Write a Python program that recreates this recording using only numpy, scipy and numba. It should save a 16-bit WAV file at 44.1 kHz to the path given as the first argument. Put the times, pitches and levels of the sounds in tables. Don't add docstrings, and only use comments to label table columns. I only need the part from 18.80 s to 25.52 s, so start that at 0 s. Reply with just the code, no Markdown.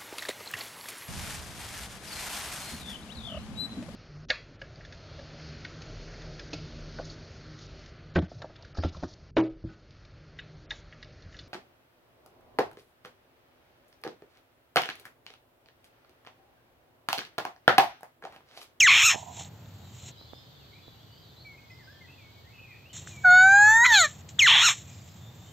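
import sys
import numpy as np
from scipy import signal
from scipy.fft import rfft, irfft
from scipy.io import wavfile
from scipy.ndimage import uniform_filter1d
from numba import njit

SR = 44100
rng = np.random.default_rng(int(sys.argv[2]) if len(sys.argv) > 2 else 0)


def to_linear_factor(level_db):
    exponent = np.asarray(level_db, float) / 20
    return 10 ** exponent


def digitize_waveform(pressure):
    field = np.atleast_2d(pressure).T
    bounded = np.clip(field, -1, 1)
    quanta = np.round(bounded * 32767).astype(np.int16)
    wavfile.write(sys.argv[1], SR, quanta)


N = 296352
FLASH_HZ = 6440


def level(x, db):
    return x * to_linear_factor(db) / np.sqrt(np.mean(x ** 2))


def colour(x, spectrum):
    hz, db = np.transpose(spectrum)
    gain_db = np.interp(np.log(np.fft.rfftfreq(N, 1 / SR) + 1), np.log(hz), db)
    return irfft(rfft(x) * to_linear_factor(gain_db), N)


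def band(x, lo_hz, hi_hz):
    sos = signal.butter(4, [lo_hz, hi_hz], "bandpass", fs=SR, output="sos")
    return signal.sosfiltfilt(sos, x)


def steady(x, span_s=0.018):
    return x / np.sqrt(uniform_filter1d(x ** 2, int(span_s * SR)) + 1e-12)


def walk(rate):
    k = max(int(SR / rate), 2)
    steps = np.repeat(rng.standard_normal(N // k + 1), k)
    return 1.3 * uniform_filter1d(uniform_filter1d(steps, k), k)[:N]


def echo(x, t60, wet_db):
    t = np.arange(int(.5 * SR)) / SR
    tail = rng.standard_normal(len(t)) * np.exp(-np.log(1000) * t / t60)
    tail = tail / np.sqrt(np.sum(tail ** 2))
    return x + to_linear_factor(wet_db) * signal.fftconvolve(x, tail)[:N]


@njit
def svf(x, hz, width):
    y, b, l = np.empty(len(x)), 0., 0.
    for i in range(len(x)):
        g, k = np.tan(np.pi * hz[i] / SR), width / hz[i]
        v = (b + g * (x[i] - l)) / (1 + g * (g + k))
        b, l, y[i] = 2 * v - b, l + 2 * g * v, k * v
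    return y


def treble(x, flat_db):
    # (frequency [Hz], width [Hz], level [dB])
    capsule = [
        (5364, 290, 6),
        (6470, 30, 11),
        (7450, 3000, 2),
        (7900, 340, 5),
    ]
    modes = sum((-1) ** k * to_linear_factor(db) * svf(x, np.full(N, hz), width)
                for k, (hz, width, db) in enumerate(capsule))
    return modes + to_linear_factor(flat_db) * x


def swells(table, range_db):
    t = np.arange(N) / SR
    gain = 0
    for s, span, db, place in table:
        drop = np.interp(t, [s, s + place * span, s + span], [1, 0, 1])
        gain = gain + to_linear_factor(db - range_db * drop) * (t > s) * (t < s + span)
    return gain


def shaped(table, attack_s, attack_db, release_s, release_db, sag):
    (s, hz, db, beak), (end, low, last_db, last) = table[0], table[-1]
    release = [(end + u * release_s, low * sag ** u, last_db + u ** 1.5 * release_db, last)
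               for u in (.33, .67, 1)]
    return [(s - attack_s, hz * 1.1, db + attack_db, beak), *table, *release]


def play(tables, fade_s=0.0015):
    t = np.arange(N) / SR
    s, *columns = np.transpose([row for table in tables for row in table])
    gate = sum((t >= table[0][0] - 1e-3) & (t <= table[-1][0] + 1e-3) for table in tables) > 0
    return [uniform_filter1d(gate * 1., int(fade_s * SR))] + [np.interp(t, s, c) for c in columns]


def syrinx(hz, rough, tilt, half, breath, patchy_db):
    shake = 0.5 * walk(1300) + .3 * walk(500) + .1 * walk(90)
    phase = 2 * np.pi * np.cumsum(hz * (1 + rough * shake)) / SR
    stack = 0
    for k in range(1, 22):
        size = k ** -tilt * to_linear_factor(patchy_db * np.tanh((k - 1) / 5) * walk(30))
        stack = stack + size * np.cos(k * phase + np.pi * k * k / 7) * (k * hz < 16000)
    cycle = to_linear_factor(7.2 * rough * walk(900) + 0.65 * walk(60)) * (1 + half * np.cos(phase / 2))
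    return stack * cycle + (breath + 2.6 * rough) * rng.standard_normal(N)


def whistle(table, wobble, flutter_db, rise=0.18, edge_db=-9, arch_hz=0):
    out, waver, flutter = np.zeros(N), 1 + wobble * walk(180), to_linear_factor(flutter_db * walk(70))
    for s, span, from_hz, to_hz, db in table:
        i, u = int(s * SR), np.linspace(0, 1, int(span * SR))
        hz = from_hz + (to_hz - from_hz) * u + arch_hz * np.sin(np.pi * u)
        hz = hz * waver[i:i + len(u)]
        size = to_linear_factor(db + edge_db * np.interp(u, [0, rise, 1], [1, 0, 1]))
        size = size * np.clip(np.minimum(u, 1 - u) * span / .006, 0, 1)
        out[i:i + len(u)] += size * np.sin(2 * np.pi * np.cumsum(hz) / SR)
    return np.sqrt(2) * flutter * out


def hits(table, cycles):
    out, t = np.zeros((2, N + 2048)), np.arange(2048) / SR
    for s, db, hz, *pan_db in table:
        turns = t * hz / cycles
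        ring = to_linear_factor(db) * np.e * turns * np.exp(-turns) * np.sin(2 * np.pi * hz * t)
        out[:, int(s * SR):int(s * SR) + 2048] += ring * to_linear_factor(sum(pan_db) * np.array([[.5], [-.5]]))
    return out[:, :N]


def garden():
    # (frequency [Hz], gain [dB])
    bed_mid = [(18, -52), (30, -27), (73, -3.5), (112, 3), (210, -12), (740, -18), (1250, -23.5),
               (4530, -31.5), (7470, -35.5), (8300, -45), (8980, -65), (11100, -69), (12000, -41),
               (13300, -29.5), (16000, -42)]
    bed_side = [(18, -46), (30, -17.5), (124, 0.5), (199, -6), (1540, -12), (2480, -17), (4530, -20.5),
                (5040, -21), (7470, -25), (8300, -30), (8980, -56), (11100, -56), (12000, -28),
                (13300, -21), (16000, -18)]
    # (time [s], length [s], peak level [dB], place of the peak [0-1])
    chorus = [
        (.9, 1.85, -70, .75),
        (2.78, .95, -70, .5),
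    ]
    # (time [s], length [s], peak level [dB], place of the peak [0-1])
    leaves = [
        (.31, .19, -41.5, 0.1),
        (.46, .22, -46.5, 0.34),
    ]
    mid = level(colour(rng.standard_normal(N), bed_mid), -55) * to_linear_factor(0.11 * walk(9))
    side = level(colour(rng.standard_normal(N), bed_side), -61.5) * to_linear_factor(0.73 * walk(3))
    haze = level(band(rng.standard_normal((2, N)), 2900, 4850), 0)
    haze = haze * (to_linear_factor(-67.0) + swells(chorus, range_db=4)) * to_linear_factor(1.5 * walk(4.0))
    hiss = level(band(rng.standard_normal((2, N)), 4500, 8900), -77.0)
    stir = swells(leaves, range_db=14.0) * to_linear_factor(np.clip(5.9 * walk(61.85), -12, 5))
    stir = stir * level(band(rng.standard_normal(N), 620, 1030), -0.29)
    return mid + side * np.array([[1], [-1]]) + haze + hiss + stir * np.array([[.2], [1.6]])


def near_floor():
    # (frequency [Hz], gain [dB])
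    near_colour = [(18, -73), (30, -40.5), (37, -45), (92, 4), (184, -7.5), (376, -24), (789, -23),
                   (2250, -36), (3630, -28), (4500, -32.5), (4960, -45), (5720, -33.5), (7440, -27),
                   (8380, -44.5), (9000, -75), (11700, -99), (19800, -120)]
    # (time [s], length [s], peak level [dB], place
    feathers = [(.33, .16, -44.5, 0.3), (.47, 0.22, -42.5, 0.6), (.8, .4, -69.5, 0.9),
                (1.12, 0.21, -48, 0.8), (4.04, 0.24, -43.5, 0.53), (4.26, 0.25, -49.5, 0.06),
                (5.26, 0.16, -47, .1), (5.485, 0.05, -50.5, .1), (5.92, .14, -42, .2),
                (6.05, .6, -57.5, 0.05), (6.55, 0.28, -63, 0.5)]
    off_s, on_s = 1.316, 4.131
    t = np.arange(N) / SR
    rustle = swells(feathers, range_db=21) + to_linear_factor(-70.5)
    noise = colour(rng.standard_normal(N), near_colour)
    rumble = level(band(noise, 13, 2700), 0) * to_linear_factor(-48.5 + 1.4 * walk(5.8))
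    grain = to_linear_factor(1.7 * walk(150))
    soft = level(band(noise, 1800, 4450), -5)
    crisp = level(treble(band(noise, 5100, 9500), flat_db=-4), 0)
    fizz = level(band(rng.standard_normal(N), 11600, 15700), -73)
    return (rumble + fizz + grain * rustle * (soft + crisp)) * ((t < off_s) | (t > on_s))


def screech():
    # (time [s], pitch [Hz], level [dB], beak opening [0-1])
    screeches = [
        [(.005, 3073, -15, 0.96), (.013, 2618, -17.5, 0.8), (.032, 2177, -16.5, .4), (.06, 1893, -17.5, 0.2),
         (.086, 1072, -14, 0.2), (.13, 1120, -16, 0.33), (.205, 1170, -19, .6), (.265, 1350, -19.5, .9),
         (.3, 1210, -20, .87)],
        [(5.594, 3254, -13, 0.4), (5.606, 2645, -21.5, 0.6), (5.627, 2160, -15, 0.2), (5.655, 1986, -18.5, 0.3),
         (5.682, 1085, -14.5, 0.2), (5.75, 958.5, -16.5, .05), (5.805, 1090, -18, .4), (5.846, 1420, -19.5, .8),
         (5.885, 1190, -19.5, .86)],
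    ]
    # (time after start [s], roughness [0-1])
    rough_curve = [(.075, .03), (.095, .08), (.112, .3), (.215, .3), (.245, .14), (.265, .085),
                   (.295, .085), (.305, .36)]
    # (time after start [s], share of the tongue's climb [0-1], strength of its ring [0-1])
    tongue = [
        (.085, 0, .15),
        (.115, .15, 1),
        (.23, .35, 1),
        (.265, 1, .45),
        (.31, .5, .4),
    ]
    # (frequency [Hz], gain [dB])
    harsh = [(240, -62), (400, -50), (645, -20), (921, -12), (1350, -14.5), (1870, -4.5), (2180, -8),
             (3210, -9), (4250, -11), (4750, -36), (4950, -34), (5350, -20), (6640, -16), (8450, -29.5),
             (8950, -55), (10100, -57.5), (12100, -28.5), (16000, -54)]
    # (time [s], length [s], from [Hz], to [Hz], level [dB])
    flares = [(.024, .022, 6600, 6200, -17), (.044, .016, 6180, 5850, -29), (.04, .047, 7620, 6700, -31),
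              (.228, .068, 6810, 6950, -25), (.258, .036, 5300, 5460, -24), (.258, .016, 6440, 6450, -27),
              (5.616, .022, 6506, 6480, -18), (5.645, .035, 7566, 6760, -31.5),
              (5.85, .028, 5740, 5200, -23), (5.884, .014, 5750, 5300, -27.5),
              (5.858, .026, 6950, 6750, -25), (5.893, 0.049, 7430, 7520, -32)]
    shut_db, open_db = -22, 0.5
    t = np.arange(N) / SR
    gate, hz, db, beak = play([shaped(call, attack_s=0.003, attack_db=-12.5, release_s=0.056,
                                      release_db=-22.0, sag=.85) for call in screeches])
    second = t > 3

    def each(first_bird, second_bird):
        return np.where(second, second_bird, first_bird)

    age = t - each(screeches[0][0][0], screeches[1][0][0]) + .008
    when, climb, ring = np.transpose(tongue)
    rest_hz, tongue_top_hz = each(2400, 3050), each(2680, 4060)
    tongue_hz = rest_hz + (tongue_top_hz - rest_hz) * np.interp(age, when, climb)
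    flash_db = 5 * np.exp(-((3 * hz - FLASH_HZ) / 170) ** 2)
    top_db = shut_db + (open_db - shut_db) * beak + flash_db
    rough = np.interp(age, *np.transpose(rough_curve))
    source = syrinx(hz, rough, tilt=.45, half=.03, breath=.15, patchy_db=5.5)
    tongue_ring = to_linear_factor(each(10, 11)) * np.interp(age, when, ring) * svf(source, tongue_hz, 500.)
    voice = colour(source + tongue_ring, harsh)
    palate = to_linear_factor(each(5.5, -6)) * np.interp(age, [.12, .17, .23, .26], [0, 0.97, 1, .2])
    voice = voice + palate * svf(voice, np.full(N, 3380.), 420.)
    opening = np.interp(age, [.02, .026, .055, .075], [0, 1, 1, 0])
    voice = voice + (to_linear_factor(each(-9.5, 0) * opening) - 1) * svf(voice, np.minimum(2 * hz, 9000.), 900.)
    voice = voice - .7 * (age < .09) * ~second * svf(voice, np.minimum(3 * hz, 9000.), 800.)
    voice = voice + (to_linear_factor(each(-2.5, -1)) - 1) * band(voice, 470, 1200)
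    top = colour(source + .5 * rng.standard_normal(N), harsh)
    top = steady(treble(band(top, 5050, 16500), flat_db=-8), span_s=.02)
    thin = to_linear_factor(-26.0) * np.sin(2 * np.pi * 12576 * t)
    calls = steady(band(voice, 470, 4600), span_s=0.009) + to_linear_factor(top_db) * (top + thin)
    flared = whistle(flares, wobble=0.0045, flutter_db=2.5, rise=0.28, edge_db=-9.5)
    return gate * to_linear_factor(db) * calls + flared


def twig_knocks():
    # (time [s], peak level [dB], frequency [Hz], left minus right [dB])
    knocks = [(0.163, -25, 1070, -10), (0.347, -29.5, 620, -13), (0.358, -34.5, 465, -29),
              (0.574, -40, 776, -19.5), (0.61, -34.5, 800, -13), (1.036, -52, 430, -25),
              (1.231, -49, 549, -19), (1.287, -51, 366, -27), (1.413, -44.5, 745, -18),
              (1.534, -35.5, 564, -18.5), (2.081, -46, 450, -25), (3.815, -49, 446, -18),
              (4.551, -33, 730, -17)]
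    return hits(knocks, cycles=0.17)


def beak_ticks():
    # (time [s], peak level [dB], frequency [Hz])
    ticks = [(0.6485, -38, 3930), (0.8589, -49, 3750), (4.1679, -34, 6300), (4.2727, -41, 7320),
             (4.2922, -40.5, 7450), (5.4921, -38.5, 5550), (5.5094, -47, 7500)]
    # (time [s], peak level [dB], frequency [Hz])
    taps = [
        (4.1677, -41.5, 1620),
        (4.2735, -32.5, 1580),
        (5.4884, -54, 2060),
        (5.5873, -30, 1720),
    ]
    return hits(ticks, cycles=1.5) + hits(taps, cycles=.7)


def far_twitter():
    # (time [s], length [s], from [Hz], to [Hz], level [dB])
    twitter = [(1.02, 0.038, 3740, 4030, -62), (1.04, 0.12, 3170, 3070, -73), (1.19, 0.12, 4200, 3720, -61),
               (1.23, 0.066, 3310, 3240, -66), (1.34, 0.035, 3270, 2920, -64.5),
               (1.37, 0.073, 3880, 4100, -62), (1.39, 0.051, 4500, 4340, -72),
               (1.46, 0.064, 3435, 3400, -65), (1.52, 0.077, 3800, 3290, -64),
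               (1.57, 0.045, 3700, 3810, -66.5), (1.71, 0.08, 3777, 3400, -62.5),
               (1.77, 0.078, 3390, 3430, -71), (1.8, 0.035, 4000, 4480, -66), (1.835, .04, 4500, 4380, -64),
               (1.93, 0.039, 4100, 3830, -63.5), (2.02, 0.092, 3940, 3770, -68),
               (2.01, 0.073, 3330, 3530, -68), (2.27, 0.19, 2870, 3260, -69.5),
               (2.31, 0.08, 4580, 4700, -64), (2.42, 0.03, 3900, 4050, -64.5), (2.47, .07, 4000, 3950, -67),
               (2.44, .06, 3720, 3720, -67), (2.42, .08, 4450, 4350, -69), (2.48, 0.11, 3430, 3730, -68),
               (2.56, 0.075, 4000, 4160, -61), (2.59, 0.06, 4450, 4320, -65),
               (2.84, 0.036, 3280, 3180, -72), (3.1, 0.098, 3420, 3170, -70.5),
               (3.2, 0.08, 3550, 3320, -72.5), (3.3, 0.09, 3280, 3580, -70), (3.5, 0.095, 3900, 3780, -71),
               (1.41, 0.043, 4150, 3950, -65), (1.55, 0.055, 3170, 3100, -70),
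               (2.1, 0.067, 3850, 3700, -72), (6.05, 0.083, 2460, 2380, -65.5),
               (6.13, 0.064, 3650, 3750, -68), (6.27, .04, 3670, 4000, -66), (6.35, .06, 3320, 3350, -69),
               (6.4, 0.094, 3630, 3540, -64), (6.52, 0.072, 3410, 3700, -68), (6.6, .1, 3580, 3700, -66.5),
               (6.66, .05, 3090, 3000, -65)]
    return echo(whistle(twitter, wobble=.018, flutter_db=3, edge_db=-5), t60=.6, wet_db=2)


def side_peeps():
    # (time [s], length [s], from [Hz], to [Hz], level [dB])
    peeps = [(s + gap, .125, 4760, 4780, db) for s, db in ((1.36, -64), (2.84, -63.5),
             (6.09, -65.5)) for gap in (0, .16)]
    notes = whistle(peeps, wobble=.028, flutter_db=4, rise=.45, edge_db=-4, arch_hz=340)
    return echo(notes, t60=.3, wet_db=7) * np.array([[.09], [.45]])


def far_warbler():
    # (time [s], length [s], from [Hz], to [Hz], level [dB])
    burr = [(1.8, 0.049, 2970, 2340, -70), (1.91, 0.12, 2245, 2440, -61), (2.135, 0.094, 2950, 3080, -66),
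            (2.19, 0.06, 3080, 3650, -63), (3.27, 0.086, 2417, 2830, -56.5),
            (3.64, 0.093, 1786, 2420, -60.5), (3.72, 0.13, 2570, 2600, -56.5), (3.74, 0.1, 2885, 2930, -65),
            (3.82, 0.24, 2464, 2455, -60.5), (3.87, 0.11, 2170, 1850, -63.5), (3.9, .12, 2350, 2255, -63.5),
            (4.04, 0.082, 2560, 3000, -60), (4.09, 0.062, 3030, 3000, -58)]
    # (time [s], length [s], from [Hz], to [Hz], level [dB])
    warble = [(2.645, .115, 2340, 2120, -50.5), (2.775, .025, 2500, 2480, -58), (2.78, .1, 2180, 2200, -62),
              (2.895, .02, 2480, 2540, -58), (2.9, .095, 2030, 2110, -52.5), (2.99, .06, 2050, 1560, -59),
              (3.07, .07, 1520, 1800, -55), (3.14, .06, 1760, 1780, -63), (3.205, .06, 2140, 1930, -54),
              (3.375, .06, 2540, 2230, -54), (3.43, .09, 2220, 2220, -58), (3.52, .1, 2220, 2230, -65),
              (4.31, .06, 2480, 2290, -55), (4.36, .1, 2290, 2240, -55)]
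    burred = echo(whistle(burr, wobble=.035, flutter_db=3.5), t60=.6, wet_db=-3)
    clear_notes = whistle(warble, wobble=.005, flutter_db=2.5, edge_db=-6)
    return burred + echo(clear_notes, t60=.7, wet_db=-7)


def squeal():
    # (time [s], pitch [Hz], level [dB], beak opening [0-1])
    calls = [
        [(4.45, 740.4, -15, -.1), (4.49, 720, -14, 0.2), (4.61, 745.6, -13, 0.25), (4.7, 780.7, -14.5, 0.02),
         (4.88, 855.6, -15, .05), (5.0, 930, -18, .15), (5.036, 962, -17, 0.4), (5.054, 1036, -15.5, .7)],
        [(5.072, 988.5, -22, .55), (5.088, 981, -22.5, .55), (5.12, 899.5, -17, .4), (5.146, 863.6, -17, .9),
         (5.226, 659, -23, 1), (5.25, 605, -22.5, 0.73)],
    ]
    # (frequency [Hz], gain [dB])
    clear = [(350, -27.5), (600, -16.5), (1490, 4.5), (2240, -13.5), (2910, -30), (4160, -18),
             (5190, -52.5), (6200, -23.5), (7310, -23.5), (8860, -56.5), (10700, -55), (11500, -32.5),
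             (12000, -31.5), (13400, -39), (16000, -62)]
    # (time [s], length [s], from [Hz], to [Hz], level [dB])
    overtone = [
        (4.5, 0.57, 6870, 7460, -32.5),
        (5.12, .135, 7420, 6780, -27),
        (5.195, 0.072, 7700, 7490, -28.5),
        (4.7, .29, 9400, 10000, -45),
        (4.9, .15, 12200, 10000, -51.5),
        (5.085, .09, 12000, 12600, -49.5),
        (4.8, .22, 12950, 13450, -58.5),
    ]
    crack_s, healed_s = 5.049, 5.063
    brightest_db = -15
    t = np.arange(N) / SR
    gate, hz, db, beak = play([
        shaped(calls[0], attack_s=0.014, attack_db=-36.5, release_s=0.013, release_db=3.0, sag=0.98),
        shaped(calls[1], attack_s=0.004, attack_db=0, release_s=.033, release_db=-34, sag=.9)])
    db = uniform_filter1d(db, int(.004 * SR))
    fallen = t > crack_s
    crack = uniform_filter1d((fallen & (t < healed_s)) * 1., int(.008 * SR))
    rough = np.where(t < crack_s, .004, .007) + .09 * crack
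    chest_db = 8 * (t < healed_s) * np.exp(-((hz - 972) / 35) ** 2)
    low_db = -8 - 3 * beak - 12 * crack + chest_db + 1.8 * walk(30)
    mid_db = -28 + 26 * beak + 2.5 * walk(14)
    top_db = np.minimum(-37.0 + 41 * (t - calls[0][0][0]), brightest_db) + 6 * beak ** 2 - 7 * crack
    half = np.interp(t, [4.5, 4.75, crack_s, healed_s], [.01, .055, .055, .015]) * to_linear_factor(4 * walk(90))
    voice = colour(syrinx(hz, rough, tilt=.25, half=half, breath=.08, patchy_db=4.5), clear)
    parts = steady(band(voice, 1280, 2500)) + to_linear_factor(low_db) * steady(band(voice, 450, 1100))
    air = rng.standard_normal(N) * to_linear_factor(np.clip(2.5 * walk(240), -6, 3))
    below = steady(band(voice, 1950, 2550))
    above = steady(band(voice, 3250, 4600) + .3 * band(voice, 2850, 3250))
    parts += to_linear_factor(mid_db) * (to_linear_factor(-8.0) * below + to_linear_factor(-8 * crack) * above)
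    spit = level(band(air, 2200, 2505) + 0.23 * band(air, 3000, 3400), -2)
    parts = parts * to_linear_factor(-3 * crack) + crack * spit
    parts += to_linear_factor(1.3 * mid_db) * np.where(t < crack_s, .3, 1) * level(band(air, 2900, 4400), -9)
    open_air = np.interp(t, [crack_s, healed_s, 5.13, 5.2, 5.24], [0, 1, 1, .5, 1])
    parts += open_air * level(band(air, 1100, 2500) + band(air, 2900, 4400), -17)
    shrill = .6 * band(voice, 5000, 7800) + to_linear_factor(12) * svf(voice, np.full(N, 1. * FLASH_HZ), 260.)
    shrill += to_linear_factor(top_db - brightest_db - 9) * band(voice, 8200, 16500)
    hiss = level(treble(band(air, 6300, 7800), flat_db=-7.0), -7.5)
    hiss += level(band(air, 7800, 8500), -28) + level(band(air, 11500, 12300), -22)
    hiss += fallen * (level(band(air, 9100, 10000), -8) + level(band(air, 5100, 6300), -8.5))
    hiss += np.clip(beak, 0, 1) * level(band(air, 13800, 15400), -26)
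    parts += to_linear_factor(top_db - 0.5) * (steady(treble(shrill, flat_db=-3.5)) + hiss)
    whistled = whistle(overtone, wobble=0.0012, flutter_db=4.0, rise=0.72, edge_db=-10.5)
    return gate * to_linear_factor(db) * parts + whistled


def scene():
    birds = echo(screech() + squeal(), t60=.17, wet_db=-17)
    rounded = 0.71 * np.tanh(birds / 0.7)
    near = band(rounded, 380, 16500) + near_floor()
    far = far_twitter() + far_warbler()
    return near + far + side_peeps() + garden() + twig_knocks() + beak_ticks()


def band_limit(x):
    return signal.sosfilt(signal.butter(12, 16400, fs=SR, output="sos"), x)


def record(dry):
    hz = np.fft.rfftfreq(N, 1 / SR)
    gap = np.where((hz > 8650) & (hz < 11550), to_linear_factor(-19.0), 1)
    low_cut = 1 / (1 + (30 / (hz + 1)) ** 4)
    mix = irfft(rfft(dry) * gap * (hz < 15730) * low_cut, N)
    return band_limit(mix)


dry = scene()
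out = record(dry)
digitize_waveform(out)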